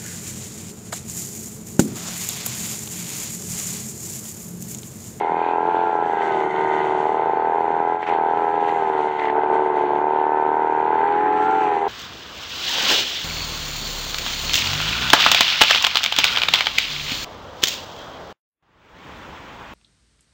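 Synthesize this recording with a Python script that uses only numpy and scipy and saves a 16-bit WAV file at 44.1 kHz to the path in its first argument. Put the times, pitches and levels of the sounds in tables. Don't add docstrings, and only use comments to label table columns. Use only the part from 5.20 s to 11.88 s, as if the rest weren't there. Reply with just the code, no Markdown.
import sys
import numpy as np
from scipy import signal
from scipy.fft import rfft, irfft
from scipy.io import wavfile
from scipy.ndimage import uniform_filter1d, minimum_filter1d

SR = 44100
rng = np.random.default_rng(int(sys.argv[2]) if len(sys.argv) > 2 else 0)


def int16_out(signal):
    q = np.round(np.clip(np.atleast_2d(signal).T, -1, 1) * 32767)
    wavfile.write(sys.argv[1], SR, q.astype(np.int16))


def invert_db(x):
    u = np.asarray(x, float) / 20
    return 10 ** u


N = 294588
T = np.arange(N) / SR

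# [t/s, speed/turns per s]
SPEED = [(0.0, 82.18), (0.4, 84.35), (0.56, 88.05), (1.34, 74.95), (1.83, 76.01), (2.01, 79.74),
         (2.48, 82.72), (2.58, 81.2), (2.78, 85.67), (3.06, 82.62), (3.54, 82.07), (3.8, 74.96),
         (4.6, 74.92), (5.1, 75.8), (5.73, 77.87), (5.95, 83.72), (6.38, 86.46), (6.68, 77.94)]
# [t/s, speed loss/turns per s]
SAGS = [
    (1.53, -1.83),
    (2.2, 1.99),
    (2.985, 3.68),
    (4.09, 1.36),
    (4.68, 2.9),
]
# [t/s, speed loss/turns per s]
SNAGS = [(0.06, 0.86), (0.24, -0.6), (0.46, -0.61), (0.68, -0.51), (0.8, 0.61), (1.08, -0.91), (1.26, 0.7),
         (1.42, -0.55), (1.54, 0.93), (1.76, 0.93), (1.9, -0.51), (1.98, 0.37), (2.34, -0.28), (2.86, 0.23),
         (3.08, 0.48), (3.22, -0.75), (3.8, 0.75), (3.88, -0.51), (4.0, 0.43), (4.1, 0.36), (4.18, -0.43),
         (4.34, -0.21), (4.54, 1.06), (4.64, -0.61), (4.78, 0.75), (4.92, -0.63), (5.4, -0.79), (5.6, 0.73),
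         (5.84, -0.33), (5.94, 0.31), (6.04, -0.39), (6.2, 0.62), (6.28, -0.2), (6.36, -0.83), (6.5, 0.18),
         (6.64, -1.16)]
# [start t/s, turns between full burns, extra level/dB]
FIRING = [(0.007, 2.5, 1.0), (0.093, 2, 0.0), (0.485, 5, -0.0), (0.543, 2, 0.0), (0.634, 2.5, -1.0),
          (0.751, 3, 1.0), (1.03, 3, 2.0), (1.105, 2.5, 1.0), (1.26, 3, 1.0), (1.34, 2.5, -0.0),
          (1.562, 3, -0.0), (1.641, 2, 0.0), (1.865, 2, 1.0), (2.031, 2, 1.0), (2.068, 2, 1.0),
          (2.094, 3, 1.0), (2.195, 2, 1.0), (2.356, 2, 2.0), (2.405, 2.5, 2.0), (2.441, 2.5, 0.0),
          (2.599, 2, 1.0), (2.767, 5, -1.0), (2.898, 2, 1.0), (2.959, 2, 1.0), (3.133, 2.5, 1.0),
          (3.169, 2, -0.0), (3.278, 5, 0.0)]
# [start t/s, turns between full burns, extra level/dB]
FIRING_LATE = [(3.375, 4, -1), (3.485, 3, 0), (3.571, 4, -3), (3.621, 6, 3), (3.697, 3.5, 0),
               (3.802, 2.5, -1), (3.907, 2.5, -3), (3.989, 2, 0), (4.178, 3.5, 2), (4.259, 2.5, 0),
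               (4.352, 2.5, 0), (4.419, 3, 0), (4.499, 2.5, 0), (4.581, 2, 0), (4.635, 5, 0), (4.704, 2, 0),
               (4.879, 2, -1), (5.262, 2, 0), (6.023, 2.5, 0), (6.105, 2.5, -1), (6.293, 2.5, -1),
               (6.373, 3, 0), (6.467, 4, -1), (6.626, 2.5, 0)]
# [t/s, intake level/dB, intake tone f/Hz, exhaust level re intake/dB, full burn over plain puff/dB]
ENGINE = [(0, -22.5, 836, 1, 3), (.27, -20.5, 877, -2, 22), (.57, -19.5, 856, -0.5, 18),
          (.9, -21, 830, -1.5, 9), (1.2, -22, 840, 2.5, 11.5), (1.45, -20.5, 910, 0.5, 12.5),
          (1.9, -22.5, 831, 3, 15), (2.4, -20, 843, -1, 5.5), (2.9, -20.5, 820, -1.5, 9.5),
          (3.2, -19.5, 849, -1.5, 4), (3.55, -19, 830, -2.5, 3), (3.8, -21, 885, 1, 11),
          (4.2, -22.5, 854, 2, 13), (4.6, -21, 871, 3.5, 10.5), (5.56, -18, 905, -3, 7.5),
          (5.95, -15.5, 832, -4.5, 9), (6.4, -16, 820, -4.5, 18), (6.68, -20, 808, 0.5, 6)]
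# [t/s, share 0-1]
FACING = [
    (0, 1),
    (.9, .9),
    (1.05, .05),
    (1.75, .05),
    (2, .8),
    (2.75, 1),
    (3.5, .8),
    (3.75, .3),
    (4.7, .3),
    (4.9, .8),
    (5.7, .8),
    (5.9, .15),
    (6.68, .25),
]
# [t/s, length/s, level/dB]
BOGS = [
    (1.317, 0.034, -4.5),
    (2.79, 0.043, -4),
    (2.845, 0.028, -6.5),
    (2.925, 0.014, 5),
    (3.959, 0.072, -4),
    (4.18, 0.026, 5.5),
    (4.35, 0.059, 4.5),
    (6.6, 0.03, -3),
]
# [f/Hz, width/Hz, level/dB]
BANG = [(365, 28, 3), (432, 34, 3), (630, 110, -1), (895, 45, 5), (1420, 290, -16)]
# [f/Hz, width/Hz, level/dB]
SILENCER = [(375, 53, 8), (448, 34, -3.5)]
# [f/Hz, width/Hz, level/dB]
CAN = [(304.3, 26, 0)]
# [f/Hz, density/dB per Hz]
BREATH = [(30, -58), (60, -49), (110, -25.5), (170, -20.5), (250, -15), (400, -5), (560, -14.5),
          (850, -3.5), (1150, -11), (1500, -60)]
# [f/Hz, width/Hz, level/dB]
PIPE = [(741, 76, 0.5), (975, 64, -11.5), (1012.5, 53, 1)]
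# [f/Hz, width/Hz, level/dB]
CASING = [(1309, 87, 4), (1557, 74, 5.5), (1750, 20, -19), (2020, 100, -10.5), (2310, 230, -42)]
# [f/Hz, density/dB per Hz]
RASP = [(700, -24.5), (1100, -8.5), (1300, 2), (1560, 2), (1780, -5), (2050, -17), (2400, -8),
        (3000, -25.5), (4400, -38.5), (5000, -58)]
# [multiple of crank speed, level/dB rms]
ORDERS_DB = [(1, -61), (1.5, -62), (2, -58.5), (2.5, -57.5), (3, -58)]
# [f/Hz, density/dB per Hz]
RUMBLE = [(25, -44), (60, -35), (102, 4), (130, 10.5), (170, 16.5), (240, 10), (320, -42.5)]
# [t/s, length/s, level/dB]
SHAKES = [
    (.1, 0.083, 7.5),
    (.55, 0.095, 8),
    (1.4, 0.54, 9),
    (1.85, 0.11, 3),
    (2.6, 0.23, 3),
    (3.2, 0.067, 7),
    (4.2, .35, -9),
    (5.4, 0.46, -8),
    (6.5, 0.26, 0.5),
]
# [t/s, cutting level/dB, plate ring level/dB]
CUTTING = [(0, -63, -41.5), (.35, -71, -42.5), (.55, -66, -52.5), (.75, -66, -45.5), (1.1, -62, -35.5),
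           (1.6, -60, -31.5), (1.83, -60.5, -39.5), (2.02, -69.5, -39.5), (2.7, -68, -42), (3, -71, -43),
           (3.3, -66, -43), (3.9, -65, -39), (4.25, -74, -43.5), (4.7, -69, -41.5), (5.1, -75, -44.5),
           (6.08, -67, -41), (6.25, -61, -42.5), (6.68, -63.5, -40.5)]
# [t/s, length/s, extra level/dB]
TUFTS = [(.3, 0.053, 4), (1.05, 0.054, 6.5), (2.78, 0.0089, -10), (2.825, .012, 7.5), (2.885, 0.031, 9.5),
         (2.94, 0.038, 7), (3.49, .018, 8), (3.81, .04, 4), (4.04, 0.051, 8), (4.24, 0.008, 7.5),
         (4.35, .025, 11), (4.46, 0.031, 6.5), (4.58, .03, 6.5), (5.17, 0.017, 8), (6.41, 0.069, 4),
         (6.55, 0.042, 3)]
# [f/Hz, density/dB per Hz]
STALKS = [(1500, -19), (2200, 19), (3000, 16), (4050, 6.5), (4700, -1), (5050, -12.5), (5800, -3),
          (6500, -5), (7200, -5.5), (9000, -14), (11000, -21.5), (12000, -53), (13200, -27.5), (15600, -23)]
# [f/Hz, width/Hz, level/dB]
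BLADE = [(1920, 188, 2), (2029, 136, -1), (2150, 190, -5.5), (3100, 140, -22.5), (3520, 140, -24),
         (4270, 140, -31.5), (6340, 170, -36), (6670, 170, -34), (7520, 230, -38.5), (8950, 150, -43.5)]
# [t/s, length/s, f/Hz, width/Hz, level/dB]
CHIRRS = [(0.063, 0.16, 2110, 150, -42.5), (0.203, 0.11, 2420, 200, -46.5),
          (0.316, 0.052, 2520, 250, -44.5), (2.905, .03, 1930, 900, -43), (4.028, 0.027, 1980, 300, -38),
          (4.09, 0.017, 1830, 500, -34.5), (6.055, .08, 1930, 250, -48), (6.303, 0.078, 2180, 300, -49.5),
          (6.47, .05, 2485, 500, -45.5), (1.5, 0.27, 6600, 500, -74.5), (3.547, 0.036, 2080, 120, -45),
          (3.55, 0.044, 7000, 2500, -65), (2.206, 0.041, 4400, 800, -67)]
# [t/s, length/s, multiple of crank speed, level re intake/dB]
WHINES = [(0.58, 0.31, 16, -20.5), (0.246, 0.39, 19, -23), (0.62, 0.25, 17, -28), (0.89, 0.25, 19, -26),
          (1.295, 0.75, 16, -17), (1.392, 0.46, 19, -13), (1.302, 0.7, 20, -19.5), (2.1, .25, 17, -30),
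          (2.7, 0.37, 19, -27.5), (2.508, 0.24, 19, -19.5), (2.6, 0.33, 16, -20), (3.3, 0.21, 19, -23.5),
          (3.347, 0.31, 16, -16), (5.1, 0.21, 15, -28), (5.5, 0.12, 19, -27), (3.405, 0.42, 20, -24.5),
          (3.8, 0.25, 19, -19.5), (4.308, 0.33, 20, -19), (4.902, 0.2, 20, -33.5), (5.099, 0.18, 23, -19.5),
          (5.36, 0.24, 20, -25), (5.29, .3, 17, -17), (5.903, .15, 19, -26), (5.1, 0.34, 19, -23.5),
          (5.1, 0.17, 20, -23), (6.3, 0.12, 16, -18), (7.7, 0.18, 17, -19.5), (6.0, .2, 21, -27.5),
          (6.3, .15, 16, -23.5), (6.3, 0.1, 17, -21), (6.2, 0.16, 21, -32), (5.6, 0.18, 19, -28),
          (7.5, .15, 20, -21), (4.7, .12, 22, -20.5), (6.55, .1, 22, -21), (5.9, .12, 24, -25)]
# [t/s, length/s, f/Hz, share 0-1]
NULLS = [(5.5, .2, 1020, 0.5), (5, 0.45, 430, .4), (4.2, .3, 510, .3), (5.1, 0.38, 1600, 0.6),
         (6.4, 0.65, 590, 0.9), (6.3, 0.33, 1400, 1), (3.43, 0.18, 1400, 0.7), (2.8, 0.18, 1140, 0),
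         (0.66, 0.08, 1900, 0.2), (5.8, 0.25, 710, 0.7), (0.98, 0.14, 520, 0.1), (3.6, 0.055, 870, 0.2),
         (4.5, .2, 760, 0.3)]
# [t/s, peak level/dB, ring f/Hz]
STRIKES = [(1.0181, -25, 2040), (1.04, -34, 1640), (1.6578, -48, 1650), (2.829, -25.5, 1800),
           (2.836, -27, 1570), (2.8673, -22, 1460), (2.874, -24, 1470), (2.879, -25, 1870),
           (2.884, -27, 1300), (2.893, -24, 2120), (2.935, -28, 1880), (3.1733, -29, 1584),
           (3.285, -34, 1600), (3.475, -30, 1610), (3.492, -25, 2020), (3.9878, -27, 1780),
           (3.9958, -21.5, 1920), (4.0188, -27, 1860), (4.037, -25, 2044), (4.0545, -21.5, 1880),
           (4.067, -31, 1770), (4.0825, -26, 1920), (4.0985, -24, 1820), (4.2356, -36, 1630),
           (6.5512, -35, 1590)]

START_TURN, MEAN_TURNS = .07, 80
SAG_S, SNAG_S, FLYWHEEL_S = .1, .05, .1
WOBBLE_DB = .02
BURN_CONTRAST = 1.5
PORT_LEAD_S, ROUND_BODY_S = .00035, .0004
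THUD_EDGE, EDGE_FADE = 0.17, .15
BREATH_DB, BREATH_FACING_DB = -10.5, -2
RASP_DB, RASP_AWAY_DB = -11.5, 1
BOOM_DB, BOOM_DB_PER_TURN = -11.5, -0.39
GULP = 0.43
DRONE_PER_TURN, DRONE_BOOM_DB, DRONE_PIPE_DB = 0.096, 8.5, -15
SWISH_DB, SWISH_FOLLOWS, RING_FOLLOWS = -47, 0.62, 0.51


def in_time(rows):
    s, *columns = np.transpose(rows)
    return [np.interp(T, s, c) for c in columns]


def bumps(rows):
    return sum(height * np.exp(-((T - s) / length) ** 2) for s, length, height in rows)


def clumps(per_s, depth_db):
    knots = rng.standard_normal(round(N / SR * per_s) + 2)
    return invert_db(depth_db * np.interp(T * per_s, np.arange(len(knots)), knots))


def rms_one(x):
    return x / np.sqrt(np.mean(x ** 2) + 1e-20)


def evened(x):
    power = uniform_filter1d(uniform_filter1d(x ** 2, size=2200), size=2200)
    return x / np.sqrt(power + 1e-12)


def band(x, low_hz, high_hz, order=3):
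    return signal.sosfiltfilt(signal.butter(order, [low_hz, high_hz], "band", fs=SR, output="sos"), x)


def coloured(x, spectrum):
    hz, db = np.transpose(spectrum)
    bins_hz = np.arange(N // 2 + 1) * SR / N
    gain = invert_db(np.interp(np.log(bins_hz + 1), np.log(hz), db))
    return rms_one(irfft(rfft(x) * gain, N))


def narrow(x, hz, width):
    r = np.exp(-np.pi * width / SR)
    poles = [1, -2 * r * np.cos(2 * np.pi * hz / SR), r * r]
    once = signal.lfilter([.5, 0, -.5], poles, x + 1e-18)
    return signal.lfilter([.5, 0, -.5], poles, once + 1e-18)


def puffs(at, sizes, modes, late_s, rise_s):
    clicks, t = np.zeros(N), np.arange(-400, 1200) / SR
    shift = np.round((late_s - PORT_LEAD_S) * SR).astype(int)
    clicks[np.clip(at + shift, 0, N - 1)] = sizes
    ringing = np.maximum(t, 0)
    shape = sum(invert_db(db) * np.cos(2 * np.pi * hz * t) * np.exp(-np.pi * width * ringing)
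                for hz, width, db in modes)
    rise = np.exp(-(np.minimum(t, 0) / rise_s) ** 2)
    return signal.fftconvolve(clicks, -shape * rise)[400:N + 400]


def gated(turns, spectrum, depth, lag):
    throb = 1 + np.clip(depth, 0, 1) * np.cos(2 * np.pi * (turns - lag))
    return coloured(throb * rng.standard_normal(N), spectrum)


def crank():
    span = round(FLYWHEEL_S * SR)
    speed = uniform_filter1d(uniform_filter1d(in_time(SPEED)[0], span, mode="nearest"), span, mode="nearest")
    sags = [(s, SAG_S, loss) for s, loss in SAGS]
    snags = [(s, SNAG_S, loss) for s, loss in SNAGS]
    speed = speed - bumps(sags + snags)
    turns = START_TURN + np.cumsum(speed * clumps(per_s=30, depth_db=WOBBLE_DB)) / SR
    at = np.flatnonzero(np.diff(np.floor(turns))) + 1
    chance = rng.standard_normal(len(at))
    start, every, extra_db = np.transpose(FIRING + FIRING_LATE)
    row = np.searchsorted(start, at / SR) - 1
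    opening = np.floor(turns[(start * SR).astype(int)] + .8)
    full = (np.floor(turns[at]) - opening[row]) % every[row] < 1
    rich = invert_db(BURN_CONTRAST * extra_db[row] + 1.3 * chance)
    skipped = .15 * invert_db(2.5 * chance)
    burn = invert_db(in_time(ENGINE)[3][at]) * np.where(full, rich, skipped)
    return turns, speed, at, burn


def exhaust(at, burn, drone):
    pumped = invert_db(.8 * rng.standard_normal(len(at)))
    facing = in_time(FACING)[0][at]
    edge = (1 - facing) * np.exp(-drone[at] / EDGE_FADE)
    bang = puffs(at, (facing + THUD_EDGE * edge) * burn, BANG, late_s=0, rise_s=0.0012)
    thud = puffs(at, 0.81 * (1 - facing) * burn, BANG[:1], late_s=0.0015, rise_s=0.0017)
    body = puffs(at, .45 * edge * burn, BANG[2:3], late_s=0.0015, rise_s=0.00097)
    puff = puffs(at, pumped, SILENCER, late_s=.0022 + ROUND_BODY_S * edge, rise_s=.002)
    boom = puffs(at, 0.061 * pumped + burn, CAN, late_s=.0003, rise_s=0.005)
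    return evened(band(bang + thud + body + puff, 305.0, 3000)), evened(band(boom, 270, 580))


def howl(turns, speed, burn, hz, gulp):
    size = (1 + .06 * np.r_[0, burn, 0, 0]) * invert_db(.8 * rng.standard_normal(len(burn) + 3))
    turns = turns + PORT_LEAD_S * speed
    turn, part = np.floor(turns).astype(int), turns % 1
    since, until = part / speed, (1 - part) / speed
    fade = np.exp(-(since / (0.00062 + 0.0018 * gulp)) ** 2)
    swell = np.exp(-(until / (0.0014 + 0.0029 * gulp)) ** 2)
    swell = swell + np.clip(gulp, 0, 1) * np.exp(-((until - .0045) / 0.0039) ** 2)
    after = size[turn] * fade * np.cos(2 * np.pi * hz * since)
    before = size[turn + 1] * swell * np.cos(2 * np.pi * hz * until)
    return evened(band(-after - before, 600, 1054, order=2))


def pipe_ring(at, burn):
    return evened(band(puffs(at, 1 + 0.0093 * burn, PIPE, late_s=.0012, rise_s=0.0041), 650, 1032))


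def knock(at, burn):
    slap = puffs(at, 1 + 0.11 * burn, CASING, late_s=.0074, rise_s=0.00074)
    reed_sizes = 0.6 * invert_db(1.8 * rng.standard_normal(len(at)))
    reed = puffs(at, reed_sizes, CASING, late_s=-0.002, rise_s=0.0001)
    return evened(band(slap + reed, 1100, 2600))


def crank_orders(turns):
    return sum(invert_db(db + 5.0) * np.sin(2 * np.pi * k * turns) for k, db in ORDERS_DB)


def shaft_rumble(turns, away):
    level_db = -52.5 + 2.0 * away + 0.97 * bumps(BOGS) + bumps(SHAKES)
    return invert_db(level_db) * clumps(per_s=11.0, depth_db=1.5) * gated(turns, RUMBLE, depth=.5, lag=0.2)


def grains(per_s, spread_db):
    sizes = invert_db(spread_db * np.minimum(rng.exponential(1, N), 4.5)) * rng.choice([-1, 1], N)
    return .5 * rng.standard_normal(N) + sizes * (rng.random(N) < per_s / SR)


def blade_in_grass(turns, snaps):
    tuft_db = bumps(TUFTS)
    cutting_db, ring_db = in_time(CUTTING)
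    cutting_db = cutting_db + tuft_db
    ring_db = ring_db + RING_FOLLOWS * np.minimum(tuft_db, 8)
    swish_db = SWISH_DB + SWISH_FOLLOWS * (cutting_db + 66.0)
    fine = coloured(snaps, STALKS)
    swish = band(fine, 910, 4900, order=4) * clumps(per_s=14, depth_db=2.0)
    swish = swish * (1 + 0.11 * np.cos(2 * np.pi * (turns - .3)))
    hiss = band(fine, 4700, 9000, order=4) * clumps(per_s=29, depth_db=2.0)
    hiss = hiss + band(fine, 9000, 16500, order=4) * clumps(per_s=18, depth_db=3.0)
    ring = rms_one(sum(invert_db(db) * narrow(snaps, hz, width) / np.sqrt(width) for hz, width, db in BLADE))
    return invert_db(cutting_db) * rms_one(hiss) + invert_db(swish_db) * rms_one(swish) + invert_db(ring_db - 3.5) * ring


def chirrs(snaps):
    return sum(bumps([(s, length, invert_db(db))]) * rms_one(narrow(snaps, hz, width))
               for s, length, hz, width, db in CHIRRS)


def whine(turns):
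    out = np.zeros(N)
    for s, length, multiple, db in WHINES:
        near = slice(max(round((s - 3 * length) * SR), 0), round((s + 3 * length) * SR))
        swell = invert_db(db) * np.exp(-((T[near] - s) / length) ** 2)
        out[near] += swell * np.sin(2 * np.pi * round(multiple) * turns[near])
    return out * clumps(per_s=25, depth_db=1.5)


def ground(x):
    return x - sum(bumps([(s, length, np.clip(share, 0, 1))]) * band(x, 0.98 * hz, 1.075 * hz, order=1)
                   for s, length, hz, share in NULLS)


def strikes():
    out, t = np.zeros(N + 1500), np.arange(1500) / SR
    cracks = rng.standard_normal((len(STRIKES), 1500))
    for (s, peak_db, hz), crack in zip(STRIKES, cracks):
        ring = np.sin(2 * np.pi * hz * t) * np.exp(-t / 0.0023)
        rasp = invert_db(4.5) * crack * np.exp(-t / 0.0073)
        out[round(s * SR):][:1500] += invert_db(peak_db) * (1.1 * ring + rasp)
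    return band(out[:N], 920, 3020, order=2)


def scene():
    turns, speed, at, burn = crank()
    level_db, howl_hz, exhaust_db, _ = in_time(ENGINE)
    level_db = level_db + bumps(BOGS)
    away, revs = 1 - in_time(FACING)[0], speed - MEAN_TURNS
    drone = DRONE_PER_TURN * away * np.maximum(revs, 0)
    rasp_db = RASP_DB + RASP_AWAY_DB * away
    boom_db = BOOM_DB + BOOM_DB_PER_TURN * revs + DRONE_BOOM_DB * drone
    breath_db = exhaust_db + BREATH_DB + BREATH_FACING_DB * (1 - away)

    bangs, boom = exhaust(at, burn, drone)
    engine = invert_db(exhaust_db - 4.5) * bangs + invert_db(boom_db - 7.0) * boom
    engine += invert_db(-4.0) * howl(turns, speed, burn * (.2 - 0.84 * away[at]), howl_hz, GULP + drone)
    engine += invert_db(DRONE_PIPE_DB * drone - 9.5) * pipe_ring(at, burn)
    engine += invert_db(rasp_db - 8.5) * knock(at, burn)
    engine += invert_db(rasp_db - 8) * gated(turns, RASP, depth=.6, lag=.6)
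    engine += invert_db(breath_db) * gated(turns, BREATH, depth=.3, lag=.1)
    engine = signal.sosfilt(signal.butter(4, 6500, fs=SR, output="sos"), engine)
    engine = ground(engine)

    snaps = grains(per_s=790, spread_db=4.0)
    mix = invert_db(level_db) * (engine + whine(turns))
    mix += invert_db(0.5 * (level_db + 24.5)) * crank_orders(turns)
    mix += shaft_rumble(turns, away)
    mix += blade_in_grass(turns, snaps) + chirrs(snaps) + strikes()
    return mix[None]


def roll_off(x):
    return signal.sosfilt(signal.butter(12, 15760, fs=SR, output="sos"), x)


def record(dry):
    cut = signal.sosfilt(signal.butter(2, 55, "high", fs=SR, output="sos"), dry)
    held = -minimum_filter1d(-np.abs(cut), size=301)
    gain = np.minimum(1, .56 / (held + 1e-9))
    limited = cut * uniform_filter1d(uniform_filter1d(gain, size=150), size=150)
    mix = signal.sosfilt(signal.butter(2, [11200, 13000], "stop", fs=SR, output="sos"), limited)
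    return roll_off(mix)


dry = scene()
out = record(dry)
int16_out(out)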